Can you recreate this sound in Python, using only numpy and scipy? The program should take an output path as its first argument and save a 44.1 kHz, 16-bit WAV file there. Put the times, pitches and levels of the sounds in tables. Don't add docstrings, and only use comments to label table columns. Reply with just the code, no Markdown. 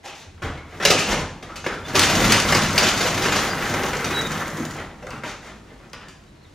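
import sys
import numpy as np
from scipy import signal
from scipy.fft import rfft, irfft
from scipy.io import wavfile

SR = 44100
rng = np.random.default_rng(int(sys.argv[2]) if len(sys.argv) > 2 else 0)


def unload_audio(sound):
    columns = np.transpose(np.atleast_2d(sound))
    steps = np.round(np.clip(columns, -1, 1) * 32767)
    wavfile.write(sys.argv[1], SR, steps.astype(np.int16))


N = 288752
T = np.arange(N) / SR
BLOW = np.sqrt(0.04 * SR)


def undb(db):
    return 10 ** (np.asarray(db) / 20)


def unit(x):
    return x / np.sqrt(np.sum(x ** 2) + 1e-18)


def unit_rms(x):
    return np.sqrt(N) * unit(x)


def at_hz(points, hz):
    table_hz, value = np.transpose(points)
    return np.interp(np.log(hz + 1e-3), np.log(table_hz), value)


def colour(x, points):
    gain = undb(at_hz(points, np.fft.rfftfreq(x.shape[-1], 1 / SR)))
    return irfft(rfft(x) * gain, x.shape[-1])


def causal(points, size=4096):
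    gain = undb(at_hz(points, np.fft.rfftfreq(size, 1 / SR)))
    cepstrum = irfft(np.log(gain))
    cepstrum[1:size // 2] *= 2
    cepstrum[size // 2 + 1:] = 0
    return irfft(np.exp(rfft(cepstrum)))


def play(force, response):
    return signal.fftconvolve(force[None], response, axes=1)[:, :N]


def add_at(out, start_s, sound):
    i = int(start_s * SR)
    out[..., i:i + sound.shape[-1]] += sound


def walk(rate):
    knots = rng.standard_normal(1024)
    return np.interp(T * rate, np.arange(len(knots)), knots)


def progress_of(start_s, length_s):
    return np.clip((T - start_s) / length_s, 0, 1)


def drag_swell(start_s, length_s):
    return np.sqrt(np.abs(np.sin(np.pi * progress_of(start_s, length_s))))


def contacts(rate, scatter_db):
    chance, size, sign = rng.random(N), rng.standard_normal(N), rng.choice([-1, 1], N)
    return unit_rms((chance < rate / SR) * sign * undb(scatter_db * np.clip(size, -2, 2)))


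def by_hardness(soft_hard_db, hardness):
    return undb(np.interp(hardness, (0, 1), soft_hard_db))


def ring(modes):
    t, total = T[:SR], 0
    for hz, db, t60_s in modes:
        tone = unit(np.sin(2 * np.pi * hz * t) * undb(-60 * t / t60_s))
        total = total + undb(db) * rng.choice([-1, 1]) * tone
    return unit(total)


def spread(mid, other, width):
    return mid + np.array([[1], [-1]]) * colour(other, width)


# hz [Hz], t60_s [s]
GARAGE_T60 = [(100, 0.6), (300, 0.63), (800, 0.65), (2000, 0.54), (5000, 0.52), (9000, 0.44),
              (15000, 0.042)]
# hz [Hz], side_db [dB]
PORT_WIDTH = [(60, -99), (200, -76), (420, -25), (700, -36), (1000, -31), (1500, -18), (2300, -14.5),
              (4500, -7.5), (8000, -4.5), (15000, -23.5)]


def garage():
    hz, s, cells = signal.stft(rng.standard_normal((2, SR)), SR, nperseg=256)
    fade = undb(-60 * s / at_hz(GARAGE_T60, hz)[:, None])
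    mid, other = signal.istft(cells * fade, SR)[1][:, :SR]
    return spread(unit(mid), unit(other), PORT_WIDTH)


def shake(force, points, modes, crack_t60, crack_db, modes_db, direct_db=-11, count=6):
    stay = SR // 50
    place = np.repeat(rng.integers(count, size=N // stay + 1), stay)[:N]
    body, out = causal(points)[None], 0
    direct = undb(direct_db) * signal.unit_impulse(SR)
    for k in range(count):
        crack = unit(rng.standard_normal(SR) * undb(-60 * T[:SR] / crack_t60))
        source = direct + undb(crack_db) * crack + garage()
        dense = signal.fftconvolve(source, body, axes=1)[:, :SR]
        response = np.sqrt(2) * unit(dense) + undb(modes_db) * ring(modes)
        out = out + play(force * (place == k), response)
    return out


# hz [Hz], density_db [dB per Hz]
AIR_COLOUR = [(20, -23), (70, -14), (160, -20), (400, -13), (1500, -23.5), (4000, -28), (7000, -34),
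              (10000, -41.5), (15000, -65)]
# hz [Hz], side_db [dB]
AIR_WIDTH = [(50, -23), (110, -8), (200, 1), (700, -2), (2000, 0), (6000, -7), (15000, 6)]


def outdoor_air(air_db=-56):
    mid, other = (unit_rms(colour(rng.standard_normal(N), AIR_COLOUR)) for _ in range(2))
    return spread(mid, other, AIR_WIDTH) * undb(air_db + 2 * walk(1.6))


STRAIN_PEAK_S, STRAIN_DB, STRAIN_RISE_DB_PER_S, STRAIN_FADE_DB_PER_S = 2.77, -40, 5.5, 3


def strain():
    rise = STRAIN_RISE_DB_PER_S * (STRAIN_PEAK_S - T)
    fade = STRAIN_FADE_DB_PER_S * (T - STRAIN_PEAK_S)
    return undb(STRAIN_DB - np.maximum(rise, fade))


# hz [Hz], density_db [dB per Hz]
FLEX_COLOUR = [(15, -33), (30, -1), (48, 2), (62, -2.5), (80, 2.5), (105, -6), (135, 3.5), (180, -7.5),
               (260, -5.5), (350, -10.5), (700, -44)]
PANEL_COLOUR = [(15, -32), (30, -8), (48, -9), (62, -10), (80, -7), (125, -3), (160, -2.5), (240, -2.5),
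                (330, -6.5), (700, -29.5)]
TRACK_COLOUR = [(110, -42), (200, -8.5), (290, 0.5), (450, 2.5), (680, 1), (950, 0.5), (1350, 0),
                (2100, -2.5), (2500, -8), (3300, -9.5), (6000, -26.5), (15000, -53)]
STEEL_COLOUR = [(600, -27.5), (1600, 0.5), (2700, 2.5), (3700, 1), (5000, -1.5), (6600, -1), (8200, -8),
                (10000, -7), (14000, -8.5), (16000, -36)]
# hz [Hz], level_db [dB], t60_s [s]
LEAF_MODES = [(75.9, 1, 1), (90.1, 2, 0.59), (114, -5, 0.23)]
PANEL_MODES = [(73, -7.5, 0.61), (99.5, 2, 0.25), (155.2, 5, 0.96), (190.2, 0, 0.19)]
TRACK_MODES = [(795, 1.5, 1), (1100, -9, 0.96), (1370, -4, 0.5), (1573, 5.5, 0.16), (1760, 4.5, 0.69),
               (2054, -4, 0.77), (2150, 0, 0.5)]
STEEL_MODES = [(2444, 5, 0.6), (2600, 6, 0.41), (2984, 7.5, 0.39), (3950, -1, 0.59), (4370, -8, 0.17),
               (4830, 7, 0.04), (4960, 1, 0.13), (5740, 2, 0.31), (5840, -12, 0.4), (5800, -19, 0.26),
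               (5860, -23, 0.22), (6600, 3, 0.5), (6650, 1, 0.3)]
# hz [Hz], level_db [dB relative to the rolling force on the tracks]
BEARING_HISS = [(3000, -64), (7000, -44), (9000, -12.5), (12000, -6), (14500, 1.5), (16000, -7)]
BOOM_DB = 1


def door():
    strain_load = strain()
    thuds, clanks, clinks = blows()
    leaf_load, panel_load = heaves()
    rumble, clatter, grit = rolling()

    bearings = colour(play(clatter, garage()), BEARING_HISS)
    boom = BLOW * undb(BOOM_DB) * play(np.gradient(leaf_load), ring(LEAF_MODES)[None])

    flex = leaf_load * contacts(rate=1300, scatter_db=2.5)
    flex += strain_load * contacts(rate=430, scatter_db=1.0)
    rumble = rumble + thuds + panel_load * contacts(rate=1500, scatter_db=1.5)
    rumble += strain_load * undb(-4.5) * contacts(rate=280, scatter_db=0.5)
    clatter = clatter + clanks + strain_load * undb(-5.0) * contacts(rate=110, scatter_db=13.5)
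    grit = grit + clinks + strain_load * undb(-18.0) * contacts(rate=80, scatter_db=7)

    return (shake(flex, FLEX_COLOUR, LEAF_MODES, crack_t60=0.051, crack_db=1.5, modes_db=-6.5, count=2)
            + shake(rumble, PANEL_COLOUR, PANEL_MODES, crack_t60=0.082, crack_db=-2.5, modes_db=-5.5, count=4)
            + shake(clatter, TRACK_COLOUR, TRACK_MODES, crack_t60=0.042, crack_db=-3.0, modes_db=-14)
            + shake(grit, STEEL_COLOUR, STEEL_MODES, crack_t60=0.069, crack_db=-2.0, modes_db=-12)
            + boom + bearings)


# start_s [s], length_s [s], level_db [dB], hardness [0-1]
SCRAPES = [(0.028, 0.081, -37.5, 0.69), (0.114, .13, -52.5, 1), (0.67, 0.18, -41, 0.38),
           (1.063, 0.084, -20.5, 0.65), (1.155, 0.059, -29.5, 0.56), (1.48, 0.044, -36.5, 0.1),
           (1.701, 0.052, -35, 0.55), (1.835, 0.11, -31.5, 0.42), (1.942, 0.047, -22.5, 0.7),
           (3.21, 0.074, -25, 0.79), (3.329, 0.088, -26, 0.78), (3.612, 0.052, -29.5, 0.66),
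           (4.741, 0.085, -32, .05), (5.113, 0.034, -42, 0), (5.234, 0.09, -34.5, 0.66),
           (5.412, 0.11, -39.5, 0.51), (5.659, 0.077, -47.5, 0), (5.82, 0.055, -48.5, .1),
           (6.0, 0.043, -40.5, 0.1)]
# start_s [s], level_db [dB], hardness [0-1], chatter_ms [ms]
KNOCKS = [(0.42, -26.5, 0.28, 52), (0.573, -43, 0.3, 5.1), (.799, -25.5, 0.3, 28), (.825, -29.5, .7, 22),
          (.851, -19, 0.85, 2.6), (.902, -18, 0.73, 6.1), (0.982, -27, 0.9, 27), (1.426, -36.5, 0.54, 4),
          (1.557, -40, 0.9, 11), (1.642, -31, 0.4, 10), (1.663, -24, 0.38, 4.5), (1.883, -40, 0.83, 6),
          (1.952, -20.5, 0.46, 4), (1.97, -27, 0.1, 4.4), (1.991, -24, 0.2, 4.3), (2.151, -25.5, 0.7, 3),
          (2.296, -20, 0.73, 15), (2.32, -27, 1, 3.8), (2.363, -24, 0.7, 16), (2.4, -33, 0.93, 1.2),
          (2.523, -20, .6, 2.7), (2.547, -21.5, 0.71, 6), (2.566, -27, 0.72, 4.7), (2.604, -32, .4, 3),
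          (2.693, -31, .55, 5), (2.779, -24.5, 0.88, 6.5), (2.829, -23.5, 0.82, 14),
          (2.867, -28, 0.89, 7.7), (3.006, -26, 0.84, 10), (3.035, -30, 0.75, 6), (3.068, -27.5, 0.78, 16),
          (3.254, -21, .4, 9.3), (3.283, -30, 0.65, 3.7), (3.32, -29.5, 0.89, 6.1), (3.358, -26, .75, 7.6),
          (3.655, -30, 0.54, 6.6), (3.709, -31, 0.5, 5.5), (3.739, -25.5, 0.5, 7.3),
          (3.834, -25.5, .1, 6.1), (3.865, -33, 0.53, 4.6), (3.932, -25, 0.37, 3), (3.969, -36, 0.28, 5.1),
          (4.043, -30, 0.77, 6.7), (4.104, -27, 0.3, 13), (4.314, -38, 0.88, 12), (4.345, -43, 0.6, 12),
          (4.393, -49, 0.9, 8), (5.025, -41.5, 0.36, 4), (5.068, -39.5, 0, 4.4), (5.109, -36.5, .1, 8),
          (5.235, -30.5, 0.37, 8.1), (5.933, -41.5, 0.36, 5.5), (6.086, -55.5, 0.96, 15)]
# (dB when soft, dB when hard)
THUD_DB, CLINK_DB = (-12, -16.5), (-24, 8.5)


def blows():
    force, t = np.zeros((3, N + SR)), T[:SR // 4]
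    chatter = np.array([contacts(rate=5000, scatter_db=1.5) for _ in force])
    slips = np.array([contacts(rate=900, scatter_db=7.0) for _ in force])

    def shares(hardness):
        return np.array([[by_hardness(THUD_DB, hardness)], [1], [by_hardness(CLINK_DB, hardness)]])

    for start_s, level_db, hardness, chatter_ms in KNOCKS:
        i = int(start_s * SR)
        decay = np.exp(-t * 1000 / chatter_ms)
        bursts = np.array([unit(row[i:i + len(t)] * decay) for row in chatter])
        add_at(force, start_s, BLOW * undb(level_db) * shares(hardness) * bursts)
    for start_s, length_s, level_db, hardness in SCRAPES:
        force[:, :N] += undb(level_db) * shares(hardness) * drag_swell(start_s, length_s) * slips
    return force[:, :N]


# start_s [s], length_s [s], resonance_hz [Hz], width_hz [Hz], level_db [dB]
CREAKS = [(0.036, 0.035, 820, 160, -42.5), (0.042, 0.08, 2660, 700, -46), (0.546, 0.065, 2180, 60, -48),
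          (0.9, 0.016, 2750, 500, -27), (0.948, 0.042, 2460, 300, -28.5), (0.996, 0.034, 2750, 300, -31),
          (1.485, 0.022, 1350, 121, -41), (1.683, .04, 1350, 160, -36), (5.018, 0.023, 548, 110, -34),
          (5.105, 0.017, 2290, 800, -40), (5.109, 0.032, 1370, 350, -37), (5.236, 0.044, 1440, 300, -38.5),
          (5.233, 0.048, 2600, 600, -46), (5.443, 0.028, 1350, 200, -55), (5.93, 0.016, 1520, 700, -38.5),
          (5.931, 0.011, 2720, 700, -38.5), (6.001, 0.031, 1640, 650, -43.5), (6.005, 0.03, 2700, 600, -51)]


def resonance(hz, width_hz):
    t = T[:SR // 10]
    return unit(t * np.sin(2 * np.pi * hz * t) * np.exp(-2 * np.pi * width_hz * t))


def creaks(direct_db=-5):
    out, slips = np.zeros(N), contacts(rate=900, scatter_db=2)
    for start_s, length_s, resonance_hz, width_hz, level_db in CREAKS:
        jerks = drag_swell(start_s, length_s) * slips
        out += undb(level_db) * signal.oaconvolve(jerks, resonance(resonance_hz, width_hz))[:N]
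    return undb(direct_db) * out + play(out, garage())


# peak_s [s], rise_s [s], fade_s [s], level_db [dB], panel_share [0-1]
HEAVES = [(.259, 0.0015, 0.018, -42, 0.1), (0.338, 0.0017, 0.027, -42.5, 0.02),
          (.423, 0.0028, 0.043, -22.5, 0.04), (.91, 0.082, 0.11, -27, 0.98), (1.1, 0.028, 0.043, -25, 0.56),
          (1.192, .03, 0.034, -30, 0), (1.71, 0.047, .08, -38, 0), (1.969, 0.022, 0.0099, -24.5, 0.8),
          (2.24, 0.15, 0.026, -19, 0.93), (2.54, 0.12, 0.14, -25, 0.56), (4.1, 0.054, 0.067, -28, 1),
          (5.11, 0.075, 0.097, -38, 0.53)]


def heaves():
    leaf, panels = 0, 0
    for peak_s, rise_s, fade_s, level_db, panel_share in HEAVES:
        load = undb(level_db) * np.exp(-np.maximum((peak_s - T) / rise_s, (T - peak_s) / fade_s))
        leaf = leaf + np.sqrt(1 - panel_share) * load
        panels = panels + np.sqrt(panel_share) * load
    return leaf, panels


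# hz [Hz], level_db [dB], t60_s [s]
LOCK_MODES = [(387, 7, 0.23), (420, 9, 0.37), (447, 5, 0.37), (520, 1, .2), (552, 10.5, 0.2),
              (616, -7, .26), (763, 6.5, 0.71), (1690, -12, .3), (2300, -12, .25), (2450, -4, .6),
              (2540, -13, 0.6), (2720, -7, .38), (2750, -4, 0.66), (2760, -11, 0.56), (3050, -12, 0.43)]
UNLOCKED_S = 0.93
LOCK_DB = (-18, 1.5)
LOCK_DETUNE = 0.025


def lock_bar():
    out = np.zeros(N + SR)
    for start_s, level_db, hardness, _ in KNOCKS:
        if start_s < UNLOCKED_S:
            shifts = 1 + LOCK_DETUNE * rng.uniform(-0.72, 1, len(LOCK_MODES))
            modes = [(hz * shift, db, t60_s) for (hz, db, t60_s), shift in zip(LOCK_MODES, shifts)]
            add_at(out, start_s, BLOW * undb(level_db) * by_hardness(LOCK_DB, hardness) * ring(modes))
    return out[:N]


# start_s [s], level_db [dB], t60_ms [ms]
CLICKS = [(.851, -19.5, 35), (.902, -22, 100), (1.994, -17.5, 26), (2.321, -19, 34), (2.4, -28, 20),
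          (2.524, -31, 14), (2.549, -29, 25), (2.779, -19, 57), (4.045, -45, 11), (5.106, -48.5, 12),
          (5.932, -45.5, 19), (6.085, -53, 18), (6.238, -66, 12)]
# hz [Hz], density_db [dB per Hz]
CLICK_COLOUR = [(300, -27), (1200, -12), (2000, -2), (2800, -1.5), (3600, -8.5), (4800, 2), (6800, -6.5),
                (8500, -7), (15000, -12)]


def clicks(room_db=-5):
    out, t = np.zeros(N + SR), T[:SR // 10]
    for start_s, level_db, t60_ms in CLICKS:
        burst = unit(rng.standard_normal(len(t)) * undb(-60 * t * 1000 / t60_ms))
        add_at(out, start_s, BLOW * undb(level_db) * burst)
    out = signal.oaconvolve(out[:N], unit(causal(CLICK_COLOUR)))[:N]
    return out + undb(room_db) * play(out, garage())


# start_s [s], length_s [s], start_hz [Hz], end_hz [Hz], level_db [dB], roughness [0-1]
SQUEALS = [(1.844, 0.026, 3500, 3540, -36, 0.3), (1.878, 0.015, 6100, 5800, -39, .2),
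           (2.521, .014, 5250, 5080, -18, 0.96), (2.543, .014, 4960, 4900, -19, .9),
           (3.487, 0.062, 4830, 4820, -32, .2), (4.133, 0.095, 3908, 3835, -22, 0.2),
           (4.233, 0.0499, 3780, 3620, -32, 0.02)]


def squeals(waver=0.0187, flutter_db=6, octave_db=-19, room_db=-9):
    out, wobble = np.zeros(N), waver * walk(400)
    grip_db = flutter_db * np.clip(walk(250), -1.5, 1.5)
    for start_s, length_s, start_hz, end_hz, level_db, roughness in SQUEALS:
        progress = progress_of(start_s, length_s)
        hz = (start_hz + (end_hz - start_hz) * progress) * (1 + roughness * wobble)
        phase = 2 * np.pi * np.cumsum(hz) / SR
        tone = np.sin(phase) + undb(octave_db) * np.sin(2 * phase)
        out += undb(level_db + roughness * grip_db) * np.sin(np.pi * progress) * tone
    return out + undb(room_db) * play(out, garage())


# time_s [s], speed [share of top speed]
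SPEED = [(1.93, .3), (1.955, 1), (2.55, 0.99), (3.1, 0.61), (3.6, 0.44), (4.15, 0.33), (4.5, 0.22),
         (4.87, 0), (4.89, 0)]


def pace():
    return np.maximum(np.interp(T, *np.transpose(SPEED), left=0, right=0), 0)


def drive(full_db, slope_db):
    return undb(full_db) * pace() ** (slope_db / 20)


# (dB at full speed, dB lost at a tenth of that speed)
RUMBLE_LAW, CLATTER_LAW, GRIT_LAW = (-28.5, 10), (-23.5, 14.8), (-24.5, 41)


def rolling(bump_rate=70):
    bumps_db = 3 * np.clip(walk(bump_rate), -1.5, 1.5)
    rumble = drive(*RUMBLE_LAW) * undb(bumps_db / 2) * contacts(rate=400, scatter_db=4.5)
    clatter = drive(*CLATTER_LAW) * undb(bumps_db) * contacts(rate=260, scatter_db=3)
    grit = drive(*GRIT_LAW) * undb(bumps_db) * contacts(rate=300, scatter_db=11)
    return rumble, clatter, grit


# hz [Hz], level_db [dB], t60_s [s]
WHEEL_MODES = [(1107, -10.5, 0.031), (1280, -5.5, 0.055), (1350, -9, 0.052), (1528, -7, 0.063),
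               (1964, -10, 0.072), (2050, -17, 0.34)]
WHEEL_TAPS_PER_S = 19
WHEEL_DETUNE = 0.024
RATTLE_LAW = (-35.5, 7.8)  # (dB at full speed, dB lost at a tenth of that speed)


def roller_rattle(jitter=0.3, scatter_db=2.0, room_db=-2, count=3):
    speed, force, out = pace(), drive(*RATTLE_LAW), 0
    for detune in np.linspace(-WHEEL_DETUNE, WHEEL_DETUNE, count):
        taps_per_s = WHEEL_TAPS_PER_S * np.sqrt(speed) * np.exp(jitter * walk(25))
        turns = np.cumsum(taps_per_s) / SR + rng.random()
        taps = np.diff(np.floor(turns), prepend=0) * undb(scatter_db * np.clip(walk(60), -1.5, 1.5))
        taps *= np.sqrt(SR / WHEEL_TAPS_PER_S / count)
        wheel = ring([(hz * (1 + detune), db, t60_s) for hz, db, t60_s in WHEEL_MODES])
        out = out + signal.oaconvolve(force * taps, wheel)[:N]
    return out + undb(room_db) * play(out, garage())


# start_s [s], level_db [dB]
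TICKS = [(3.74, -39), (3.834, -39), (3.932, -41), (3.969, -38), (4.213, -41), (4.502, -47), (4.57, -43),
         (4.652, -41), (4.709, -44), (4.766, -50), (5.068, -51), (5.898, -62)]
# hz [Hz], density_db [dB per Hz]
TICK_COLOUR = [(500, -22), (1500, -6), (2800, -3), (4200, -4), (6500, 2), (8200, -7), (11000, -7),
               (15000, -11)]
TICKS_PER_S = 36
TICK_LAW = (-37.5, 13)


def roller_ticks(t60=0.03, room_db=-5):
    force = drive(*TICK_LAW) * contacts(rate=TICKS_PER_S, scatter_db=2.5)
    for start_s, level_db in TICKS:
        force[int(start_s * SR)] += BLOW * undb(level_db)
    decay = unit(undb(-60 * T[:SR // 10] / t60))
    energy = signal.oaconvolve(force ** 2, decay ** 2)[:N]
    noise = np.sqrt(np.abs(energy)) * rng.standard_normal(N)
    out = signal.oaconvolve(noise, unit(causal(TICK_COLOUR)))[:N]
    return out + undb(room_db) * play(out, garage())


# start_s [s], level_db [dB]
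WHEEL_KNOCKS = [(3.532, -31.5), (3.743, -34), (4.209, -32), (4.411, -40), (4.422, -33.5), (5.07, -42)]


def wheel_knocks(room_db=-6):
    out = np.zeros(N + SR)
    for start_s, level_db in WHEEL_KNOCKS:
        add_at(out, start_s, BLOW * undb(level_db) * ring(WHEEL_MODES))
    return out[:N] + undb(room_db) * play(out[:N], garage())


# hz [Hz], level_db [dB], t60_s [s]
END_BUMP_MODES = [(151.3, -3, 0.62), (231, -3, 0.5), (263.5, -1, 0.32), (316, -3, 0.35), (345, -6.5, 0.25),
                  (492, -8.5, 0.21)]
END_BUMP_S, END_BUMP_DB = 4.598, -25


def end_bump():
    out = np.zeros(N + SR)
    add_at(out, END_BUMP_S, BLOW * undb(END_BUMP_DB) * ring(END_BUMP_MODES))
    return out[:N]


# start_s [s], length_s [s], start_hz [Hz], end_hz [Hz], level_db [dB]
BIRD_NOTES = [(6.25, 0.069, 3650, 3930, -63), (6.348, 0.086, 4130, 4120, -62), (6.42, .03, 4130, 3870, -59),
              (6.445, 0.018, 3950, 3180, -53)]


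def bird(arch_hz=150, waver=0.0087, echo_db=-5):
    out, wobble = np.zeros(N), 1 + waver * walk(140)
    for start_s, length_s, start_hz, end_hz, level_db in BIRD_NOTES:
        progress = progress_of(start_s, length_s)
        swell = np.sin(np.pi * progress)
        hz = start_hz + (end_hz - start_hz) * progress + arch_hz * swell
        out += undb(level_db) * swell * np.sin(2 * np.pi * np.cumsum(hz * wobble) / SR)
    return out + undb(echo_db) * play(out, garage())


def scene():
    steel = door() + creaks() + lock_bar() + clicks() + end_bump()
    rollers = squeals() + roller_rattle() + roller_ticks() + wheel_knocks()
    return steel + rollers + outdoor_air() + bird()


# hz [Hz], left_lead_rad [radians]
PORT_PHASE = [(100, 0), (3200, .12), (6000, .5), (7200, .9), (8000, 2.3), (10000, 2.8), (15000, 2.6)]
# hz [Hz], left_minus_right_db [dB]
LEFT_DB = [(120, 0), (1000, .3), (2000, .8), (4000, 1.2), (8000, .3), (12000, .1)]
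TOP_HZ = 15600


def record(dry):
    hz, sides = np.fft.rfftfreq(N, 1 / SR), np.array([[0.5], [-0.5]])
    phase = np.exp(1j * at_hz(PORT_PHASE, hz) * sides)
    balance = undb(at_hz(LEFT_DB, hz) * sides)
    ports = irfft(rfft(dry) * phase * balance, N)
    rounded = ports / (1 + (ports / 0.8) ** 6) ** (1 / 6)
    return signal.sosfilt(signal.ellip(10, 0.2, 80, TOP_HZ, fs=SR, output="sos"), rounded)


dry = scene()
out = record(dry)
unload_audio(out)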